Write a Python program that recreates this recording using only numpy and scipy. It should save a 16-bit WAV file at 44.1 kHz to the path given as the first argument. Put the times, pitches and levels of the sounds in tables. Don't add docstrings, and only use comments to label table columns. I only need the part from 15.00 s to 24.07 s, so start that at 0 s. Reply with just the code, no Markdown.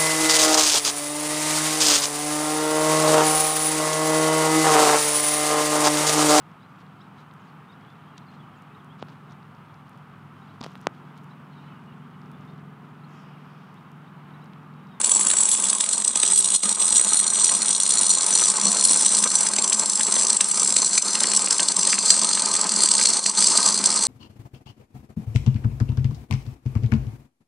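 import sys
import numpy as np
from scipy import signal
from scipy.io import wavfile

SR = 44100
rng = np.random.default_rng(int(sys.argv[2]) if len(sys.argv) > 2 else 0)


def level_to_linear(level):
    exponent = np.asarray(level, float) / 20
    return 10 ** exponent


def master(y):
    cut = np.clip(np.atleast_2d(y).T, -1, 1)
    pcm = np.round(cut * 32767)
    wavfile.write(sys.argv[1], SR, pcm.astype(np.int16))


N = 399980
TIME_S = np.arange(N) / SR


def in_time(rows):
    s, *columns = np.transpose(rows)
    return [np.interp(TIME_S, s, column) for column in columns]


def rms_one(x):
    return x / np.sqrt(np.mean(x ** 2) + 1e-20)


def drift(rate_hz):
    r = np.exp(-2 * np.pi * rate_hz / SR)
    noise = rng.standard_normal(N + SR)
    settled = signal.lfilter([1], [1, -2 * r, r * r], noise)[SR:]
    return rms_one(settled)


def resonate(x, hz, width_hz):
    r = np.exp(-np.pi * width_hz / SR)
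    poles = [1, -2 * r * np.cos(2 * np.pi * hz / SR), r * r]
    return signal.lfilter([(1 - r * r) / 2, 0, (r * r - 1) / 2], poles, x)


def dying(marks, seconds):
    return signal.lfilter([1], [1, -np.exp(-1 / (max(seconds, 1e-4) * SR))], marks + 1e-18)


def swelling(marks, seconds):
    return dying(marks, seconds) + dying(marks[::-1], seconds)[::-1] - marks


def coloured(x, points):
    hz, db = np.transpose(points)
    grid = np.linspace(0, SR / 2, 257)
    gain = level_to_linear(np.interp(np.log(grid + 1), np.log(hz), db)) ** 2
    linear_phase = signal.firwin2(255, grid, gain + 1e-8, fs=SR)
    return signal.lfilter(signal.minimum_phase(linear_phase), [1], x)


# [t/s, relative level/dB]
ARC_LEVEL = [(0.0, -23), (0.42, -21), (1.0, -25), (1.4, -21), (2.2, -22.5), (3.13, -24), (4.16, -21),
             (4.6, -25), (5.1, -24.5), (5.7, -21), (6.5, -23), (7.09, -19), (7.46, -24), (7.91, -20),
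             (8.5, -19), (8.75, -20.5), (9.07, -23.5)]


def steady_arc_level():
    return in_time(ARC_LEVEL)[0]


def arc_sizzle(arc_db):
    grains = level_to_linear(2.9 * rng.exponential(1, N)) * rng.choice([-1, 1], N)
    waver_db = 1.8 * drift(30) + 1.4 * drift(120)
    high_pass = signal.butter(1, 4000, "high", fs=SR, output="sos")
    return signal.sosfilt(high_pass, level_to_linear(arc_db - 6.5 + waver_db) * rms_one(grains))


# [f/Hz, then relative level/dB at each of four stations of the seam]
CUP_MODES = [(3594, -11.5, -13.5, -19, -18.5), (4242, -7, -2, -1.5, 2.5), (4770, -10.5, -12.5, -6.5, 1.5),
             (5235, -10, -11, -2, -3.5), (5813, -9, -2, -3.5, -2.5), (6046, -9, -5, 1.5, -1.5),
             (6360, -14, -25, -21, -6), (7060, -6.5, 2.5, -2.5, -2), (7457, 3.5, -9.5, 4.5, 1),
             (7553, 0, -26, 12, 3), (7750, 7, -18, 4, 1.5), (8260, 3.5, 11, -10, 2),
             (8370, -7, 1.5, 2.5, 2.5), (8934, -6, 1.5, -12, -5.5), (9410, 10, 4.5, -12, 2),
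             (9430, -1.5, 6, 0, -1.5), (10700, -54, -21, -4, -26)]
STATION_TIMES = (.4, 1.9, 4.7, 7.8)
# [f/Hz, relative level/dB]
DIRECT_SPECTRUM = [(880, -30.5), (1500, -33), (3000, -6.5), (3900, -9.5), (5400, -12), (5990, -4),
                   (6750, 4), (8280, 4), (9660, 5), (11600, -5.5), (15000, -89), (22000, -120)]


def cup(cracks, sizzle):
    pressure = level_to_linear(-6.5) * cracks + sizzle
    waver_db = [drift(1.5) + 2 * drift(25) for _ in range(6)]
    ring, power = 0, 0
    for k, (hz, *station_db) in enumerate(CUP_MODES):
        width_hz = 450 if hz < 4000 else 105 if hz < 5500 else 150
        gain = level_to_linear(np.interp(TIME_S, STATION_TIMES, station_db) + waver_db[k % 6])
        ring = ring + (-1) ** k * gain * resonate(pressure, hz, width_hz)
        power = power + gain ** 2
    direct = coloured(cracks + level_to_linear(6.0) * sizzle, DIRECT_SPECTRUM)
    heard = rms_one(ring / np.sqrt(power)) + level_to_linear(-5.5) * rms_one(direct)
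    return rms_one(heard) * np.sqrt(np.mean((cracks + sizzle) ** 2))


def hot_gas():
    return rng.standard_normal(N) * level_to_linear(2.6 * drift(50))


# [t/s, level/dB before its unsteadiness]
ROAR_LEVEL = [(0.0, -36.5), (1.4, -40.5), (1.9, -36), (2.5, -37), (3.1, -36), (3.4, -34), (3.8, -33.5),
              (5.3, -36), (7.2, -34), (7.9, -34), (8.6, -31), (9.0, -33.5)]
# [f/Hz, width/Hz, relative level/dB]
ROAR_HOLLOWS = [(390.4, 5.5, -9.5), (710.5, 9.9, -8.5), (863, 42, -9.5), (1087, 123, -5), (1240, 50, -6.5),
                (1581, 23, -9)]


def roar(gas, unsteady_db):
    rings = 0
    for k, (hz, width_hz, db) in enumerate(ROAR_HOLLOWS):
        rings = rings + (-1) ** k * level_to_linear(db + 1.93 * drift(7.4)) * resonate(gas, hz, width_hz)
    flat = signal.sosfilt(signal.butter(2, 2300, fs=SR, output="sos"), gas)
    level_db = in_time(ROAR_LEVEL)[0] + 0.73 * unsteady_db + 0.9 * drift(24)
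    return level_to_linear(level_db) * rms_one(rings + level_to_linear(-15.0) * flat)


# [t/s, level/dB over its usual level]
HUM_SWELLS = [(1.67, 9), (2.61, 9), (2.99, 8), (3.67, 16), (3.91, 12), (4.23, 9), (4.67, 10), (7.17, 7),
              (7.75, 11), (8.44, 7), (8.82, 10.5)]
HUM_START_DB, HUM_RISE_DB_PER_S, SWELL_S = -46.5, 0.29, 0.041


def hum_level():
    s, db = np.transpose(HUM_SWELLS)
    marks = np.zeros(N)
    marks[(s * SR).astype(int)] = db
    return HUM_START_DB + HUM_RISE_DB_PER_S * TIME_S + swelling(marks, SWELL_S)


def hum(gas, hum_db):
    pitch_hz = 204 + 9.0 * drift(12)
    tone = np.sin(2 * np.pi * np.cumsum(pitch_hz) / SR) * level_to_linear(3 * drift(14))
    breath = rms_one(resonate(gas, hz=195.5, width_hz=28))
    return level_to_linear(hum_db) * rms_one(tone + level_to_linear(-4.5) * breath)


# [t/s, relative level/dB]
SET_STRIKES = [(0.0441, 0), (0.117, 0.5), (0.269, -1), (0.8073, 0.5), (1.0475, -1), (1.078, -0.5),
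               (1.157, -0.5), (1.2, -2.5), (1.232, 2), (1.445, -1.5), (1.656, -6), (1.6924, -1),
               (1.9249, 0.5), (2.17, -2), (2.495, -3.5), (2.7076, -0.5), (3.066, -1.5), (4.2393, -2.5),
               (4.3175, -3), (4.467, -1.5), (4.587, -2.5), (4.677, -4.5), (4.729, -0.5), (4.7951, -1),
               (4.897, -2), (4.9553, -3.5), (5.011, -3), (5.368, -1), (5.4093, 1.5), (5.765, 1),
               (5.979, 2.5), (6.0223, -5), (6.0474, -13), (6.153, -4), (6.205, -1.5), (6.234, -1.5),
               (6.5079, 1), (6.6303, -3.5), (6.685, 1.5), (6.7191, -4), (6.7658, -3), (6.7921, -3),
               (6.8725, -1), (7.351, -2.5), (7.4582, -2), (7.8209, -5), (7.835, 2), (8.0128, -2.5),
               (8.134, -2), (8.262, 1), (8.3737, -3.5)]
FULL_RATE_PER_S, GAP_SPREAD, SHORT_DB, SHORT_SPREAD_DB = 82, .3, -5, 2.8


def shorts(arc_db, falter_db):
    draws = rng.standard_normal((1500, 3))
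    vigour_db = arc_db + 21
    slowing = np.interp(TIME_S, [.9, 1.4, 3.5, 6.5], [.75, 1, 1, .65])
    rate = FULL_RATE_PER_S * slowing * level_to_linear(np.minimum(.5 * vigour_db, 0) + 1.5 * drift(3))
    counted = np.cumsum(rate) / SR
    s = np.interp(np.cumsum(np.exp(GAP_SPREAD * draws[:, 0])), counted, TIME_S)

    set_s, set_db = np.transpose(SET_STRIKES)
    free = (np.abs(s[:, None] - set_s).min(axis=1) > .014) & (s < (N - 1) / SR)
    at, set_at = (s[free] * SR).astype(int), (set_s * SR).astype(int)
    uneven_db = SHORT_SPREAD_DB * np.clip(draws[free, 1], -3, 1.2)
    strength = np.zeros(N)
    strength[at] = level_to_linear(SHORT_DB + 0.4 * vigour_db[at] + 0.8 * falter_db[at] + uneven_db)
    led_in = strength * (rng.random(N) < .12)
    strength[set_at] = level_to_linear(set_db)
    led_in[set_at] = level_to_linear(set_db - 9)
    thump = strength * level_to_linear(-28 + 6.5 * np.minimum(rng.standard_normal(N), 1.5))
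    return strength, led_in, thump


BURST_S, LEAD_S = .0007, .004
REBOUND_S, REBOUND_DB = .0018, -3


def re_strikes(strength, led_in):
    crack = strength + level_to_linear(REBOUND_DB) * np.roll(strength, int(REBOUND_S * SR))
    lead = dying(led_in[::-1], LEAD_S)[::-1]
    puff = level_to_linear(-7.5) * dying(crack, BURST_S) + level_to_linear(-3.0) * lead
    return level_to_linear(10) * crack + puff * rng.standard_normal(N)


# [t/s, relative level/dB, low body against the snap/dB]
DROPLET_POPS = [(1.1582, -20.5, -4.5), (1.2342, -15.5, -10), (2.4925, -19, -30), (4.2398, -21, -15),
                (4.5851, -13.5, -6.5), (4.7237, -17, -10), (4.467, -19, -31), (5.0084, -22, -27),
                (5.1657, -18.5, -10), (5.4083, -11.5, -16), (5.7653, -17, -8), (5.9791, -11, -20),
                (6.154, -19.5, -34), (6.2044, -20, -19), (6.2422, -13.5, -14), (6.4744, -15, -13),
                (6.5966, -12, -9), (6.685, -31, 0), (6.879, -21, -7), (6.931, -12, -29), (6.983, -17, -15),
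                (7.376, -16, -20), (7.9925, -15, -21), (8.0133, -16, -21), (8.2604, -20, -5)]


def thumps(thump):
    s, db, body_db = np.transpose(DROPLET_POPS)
    at = (s * SR).astype(int)
    marks, low = thump.copy(), level_to_linear(-21.0) * thump
    marks[at], low[at] = level_to_linear(db), level_to_linear(db + body_db)
    noise = rng.standard_normal(N)
    push = swelling(marks, .0014) * noise + level_to_linear(13) * marks
    dull_push = dying(low, 0.0023) * noise + level_to_linear(10.5) * low
    snap = signal.sosfilt(signal.butter(2, [1300, 4200], "band", fs=SR, output="sos"), push)
    body = signal.sosfilt(signal.butter(2, [200, 1300], "band", fs=SR, output="sos"), dull_push)
    return level_to_linear(5.0) * snap + level_to_linear(14) * body


WALL_T60_S, WALL_DB = .12, -12


def near_walls(x):
    out = x.copy()
    lag = np.arange(3000) / SR
    for centre_s in np.arange(0, 12, 3):
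        echoes = rng.standard_normal(len(lag)) * level_to_linear(-60 * lag / WALL_T60_S) * (lag > .0015)
        echoes = echoes / np.linalg.norm(echoes)
        weight = np.cos(np.pi / 2 * np.clip((TIME_S - centre_s) / 3, -1, 1))
        out += level_to_linear(WALL_DB) * weight * signal.oaconvolve(x, echoes)[:N]
    return out


# [lower f/Hz, upper f/Hz, threshold in standard deviations]
SIDE_PATCH_BANDS = [(4000, 5000, 1.3), (5000, 6500, .55), (6500, 8000, .3), (8000, 10000, .35),
                    (10000, 11500, .7)]


def side_patches(weld):
    scatter = rng.standard_normal(120)
    spread = signal.lfilter(scatter / np.linalg.norm(scatter), [1], weld)
    side = 0
    for low, high, threshold in SIDE_PATCH_BANDS:
        patch = np.clip((drift(9) - threshold) * 4, 0, 1) * level_to_linear(-11 + 5.0 * drift(9))
        band = signal.butter(4, [low, high], "band", fs=SR, output="sos")
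        side = side + signal.sosfilt(band, patch * spread)
    return side


# [t/s at which it starts to recover, length/s, depth/dB]
ARC_FALTERS = [(1.08, 0.065, 6), (1.162, 0.052, 5), (1.623, 0.06, 11), (1.791, 0.069, 5.5),
               (3.6, 0.095, 2.5), (4.308, 0.039, 3), (5.403, 0.039, 7), (5.538, 0.088, 3.5),
               (6.044, 0.062, 8), (6.51, 0.058, 5), (6.758, 0.04, 4.5), (8.256, 0.067, 8.5),
               (8.369, 0.072, 8.5)]
SINK_SHARE, RECOVER_S = .2, .008


def falters():
    change_db = 0
    for s, length, depth_db in ARC_FALTERS:
        corners = [s - length, s - length * (1 - SINK_SHARE), s, s + RECOVER_S]
        change_db = change_db + np.interp(TIME_S, corners, [0, -depth_db, -depth_db, 0])
    return change_db


def scene():
    falter_db = falters()
    unsteady_db = falter_db + 0.7 * drift(5)
    arc_db = steady_arc_level() + unsteady_db
    strength, led_in, thump = shorts(arc_db, falter_db)
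    ringing = cup(re_strikes(strength, led_in), arc_sizzle(arc_db))
    weld = near_walls(ringing + thumps(thump))
    gas = hot_gas()
    low = roar(gas, unsteady_db) + hum(gas, hum_level() + falter_db)
    return weld + low + side_patches(weld) * [[1], [-1]]


def band_limit(x):
    return signal.sosfilt(signal.butter(12, 11710, fs=SR, output="sos"), x)


def record(dry):
    x = .9 * np.tanh(dry / .9)
    x = signal.sosfilt(signal.butter(6, 176.5, "high", fs=SR, output="sos"), x)
    x = x + level_to_linear(-46.5) * signal.lfilter([.1], [1, -.9], rng.standard_normal(N))
    x = signal.sosfilt(signal.cheby2(8, 60, 12620, fs=SR, output="sos"), x)
    return band_limit(x)


dry = scene()
out = record(dry)
master(out)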